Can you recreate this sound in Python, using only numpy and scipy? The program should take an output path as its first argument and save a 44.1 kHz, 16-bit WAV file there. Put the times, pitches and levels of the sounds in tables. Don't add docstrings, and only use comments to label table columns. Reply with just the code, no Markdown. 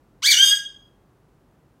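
import sys
import numpy as np
from scipy import signal
from scipy.fft import rfft, irfft
from scipy.io import wavfile

SR = 44100
rng = np.random.default_rng(int(sys.argv[2]) if len(sys.argv) > 2 else 0)


def file_out(sig):
    cols = np.atleast_2d(sig).T
    lim = np.clip(cols, -1, 1)
    pcm = np.round(lim * 32767).astype(np.int16)
    wavfile.write(sys.argv[1], SR, pcm)


N = 79380
TIME_S = np.arange(N) / SR

# freq_hz [Hz], relative_level_db [dB per Hz]
RUMBLE_SPECTRUM = [(28, -31), (35, -16.5), (42, 4), (55, -5.5), (85, -6.5), (125, -1.5), (200, -6.5),
                   (350, -8), (600, -15), (1200, -19.5), (2200, -30), (5000, -37.5), (15000, -42)]
# time_s [s], pitch_hz [Hz]
PITCH_CURVE = [(.222, 967.6), (.228, 1105), (.234, 1418), (.25, 1652), (.257, 1756), (.266, 2120),
               (.275, 2289), (.288, 2333), (.302, 2273), (.311, 2129), (.322, 1700), (.335, 1485),
               (.352, 1413), (.372, 1442), (.39, 1564), (.42, 1599), (.45, 1630), (.495, 1628),
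               (.522, 1644)]
# time_s [s], level_db [dB], roughness [0-1], odd_harmonics_db [dB],
# overtones_above_second_db [dB], buzz [0-1]
EFFORT_CURVE = [(.223, -29.5, .55, 3, 3, .1), (.24, -21, .42, 2, 4.5, .1), (.26, -14.5, .45, -2, 8, .2),
                (.29, -10, .38, 4, -6, 0.4), (.318, -12.5, .6, -2, 8, .2),
                (.355, -19.5, .55, -6.5, 1.5, .2), (.385, -12, 0.2, -4.5, 1, .4),
                (.415, -10, .3, -4, -3.5, 0.3), (.46, -16, .25, -2, 3, 0.92),
                (.515, -15.5, .22, -1, -1.5, 0.9)]
SYRINX_HARMONICS_DB = [-4, 0, -8.5, -6.5, -10, -14.5, -11.5, -15.5, -16.5]
# freq_hz [Hz], gain_db [dB]
THROAT_RESPONSE = [(900, -7), (1400, -10.5), (1650, -8), (2300, -6), (2650, -8), (3250, -1), (3650, 0.5),
                   (4100, -2.5), (4650, -4), (4900, -2), (5300, -6.5), (6000, -1), (7200, -11),
                   (8200, -8.5), (9200, -14), (9900, -19.5), (11500, -15), (15500, -17.5)]
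# freq_hz [Hz], relative_level_db [dB per Hz]
RASP_SPECTRUM = [(600, -56), (1100, -28.5), (1700, -9), (2200, -2), (2600, -16), (3300, -3.5), (4400, -3),
                 (5100, -13.5), (6100, 2.5), (8000, -6.5), (9200, -12.5), (9900, -20), (11200, -13),
                 (15500, -13.5)]
# delay_s [s], gain_db [dB]
NEAR_REFLECTIONS = [(.0031, -7), (.0074, -23), (0.0143, -20.5)]
# centre_hz [Hz], t60_s [s]
ROOM_DECAY = [(1000, 0.19), (1650, 0.46), (2300, 0.4), (3300, 0.44), (4100, 0.18), (4900, 0.4),
              (8000, 0.33), (11500, 0.25), (15000, 0.27)]

RUMBLE_RMS_DB = -58.5
START_S, ATTACK_S, END_S, RELEASE_S = 0.2199, 0.0074, 0.54, 0.0082
JITTER_FRACTION, JITTER_CORNER_HZ = 0.013, 800
WAVER_FRACTION, WAVER_CORNER_HZ = 0.001, 70
SHIMMER_DB, SHIMMER_CORNER_HZ = 1.5, 240
BUZZ_HZ, BUZZ_SWING_RAD, BUZZ_DEPTH, BUZZ_TREBLE_DB = 389, 0.18, 0.06, 6.5
RASP_DB, RASP_PULSE_DEPTH = -9, 0.96
ROOM_DB, ROOM_DELAY_S, ROOM_BUILD_S = -1.5, 0.0028, 0.0042
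CUTOFF_HZ = 15800


def from_db(db):
    return 10 ** (np.asarray(db) / 20)


def rms_one(x):
    return x / np.sqrt(np.mean(x ** 2) + 1e-20)


def in_time(rows):
    time_s, *columns = np.transpose(rows)
    return [np.interp(TIME_S, time_s, column) for column in columns]


def at_hz(points, hz):
    freq_hz, value_db = np.transpose(points)
    return np.interp(np.log(np.maximum(hz, 1)), np.log(freq_hz), value_db)


def colour(x, spectrum):
    gain = from_db(at_hz(spectrum, np.fft.rfftfreq(N, 1 / SR)))
    return irfft(rfft(x) * gain, N)


def noise(spectrum, flow=1):
    return rms_one(colour(flow * rng.standard_normal(N), spectrum))


def drift(corner_hz):
    pole = np.exp(-2 * np.pi * corner_hz / SR)
    white = rng.standard_normal(2 * N)
    smooth = signal.lfilter([1], [1, -2 * pole, pole * pole], white)
    return rms_one(smooth[N:])


def background_rumble():
    return from_db(RUMBLE_RMS_DB) * noise(RUMBLE_SPECTRUM)


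def syrinx(phase, odd_db, overtone_db, buzz_amount):
    source = 0
    pitch_hz, = in_time(PITCH_CURVE)
    for k, harmonic_db in enumerate(SYRINX_HARMONICS_DB, 1):
        level_db = harmonic_db + (k % 2) * odd_db + (k > 2) * overtone_db
        level_db = level_db + (k > 4) * BUZZ_TREBLE_DB * buzz_amount
        below_nyquist = k * pitch_hz < SR / 2
        source = source + from_db(level_db) * below_nyquist * np.sin(k * phase)
    return source


def rasp(phase, roughness):
    flow = 1 + RASP_PULSE_DEPTH * np.cos(phase)
    return from_db(RASP_DB) * roughness ** 2 * noise(RASP_SPECTRUM, flow)


def squawk():
    pitch_hz, = in_time(PITCH_CURVE)
    level_db, roughness, odd_db, overtone_db, buzz_amount = in_time(EFFORT_CURVE)

    jitter = JITTER_FRACTION * roughness * drift(JITTER_CORNER_HZ)
    waver = WAVER_FRACTION * drift(WAVER_CORNER_HZ)
    buzz = buzz_amount * np.sin(2 * np.pi * BUZZ_HZ * TIME_S)
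    phase = 2 * np.pi * np.cumsum(pitch_hz * (1 + jitter + waver)) / SR
    phase = phase + BUZZ_SWING_RAD * buzz

    shimmer = from_db(SHIMMER_DB * roughness * drift(SHIMMER_CORNER_HZ))
    source = syrinx(phase, odd_db, overtone_db, buzz_amount)
    voice = colour(source * (1 + BUZZ_DEPTH * buzz) * shimmer, THROAT_RESPONSE)

    attack = np.clip((TIME_S - START_S) / ATTACK_S, 0, 1)
    release = np.clip((END_S - TIME_S) / RELEASE_S, 0, 1)
    return attack * release * from_db(level_db) * (voice + rasp(phase, roughness))


def room_tail():
    freqs_hz = np.fft.rfftfreq(N, 1 / SR)
    white = rfft(rng.standard_normal(N))
    centres_hz = [hz for hz, _ in ROOM_DECAY]
    tail = 0
    for (_, t60_s), share in zip(ROOM_DECAY, np.eye(len(centres_hz))):
        band = irfft(white * np.interp(freqs_hz, centres_hz, share), N)
        tail = tail + band * from_db(-60 * TIME_S / t60_s)
    tail = tail * np.clip((TIME_S - ROOM_DELAY_S) / ROOM_BUILD_S, 0, 1)
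    return from_db(ROOM_DB) * tail / np.sqrt(np.sum(tail ** 2))


def room(direct):
    near = sum(from_db(db) * np.roll(direct, int(delay_s * SR)) for delay_s, db in NEAR_REFLECTIONS)
    return direct + near + signal.fftconvolve(direct, room_tail())[:N]


def scene():
    return (background_rumble() + room(squawk()))[None]


def record(dry):
    low_pass = signal.ellip(12, 0.1, 80, CUTOFF_HZ, fs=SR, output="sos")
    return signal.sosfilt(low_pass, dry)


dry = scene()
out = record(dry)
file_out(out)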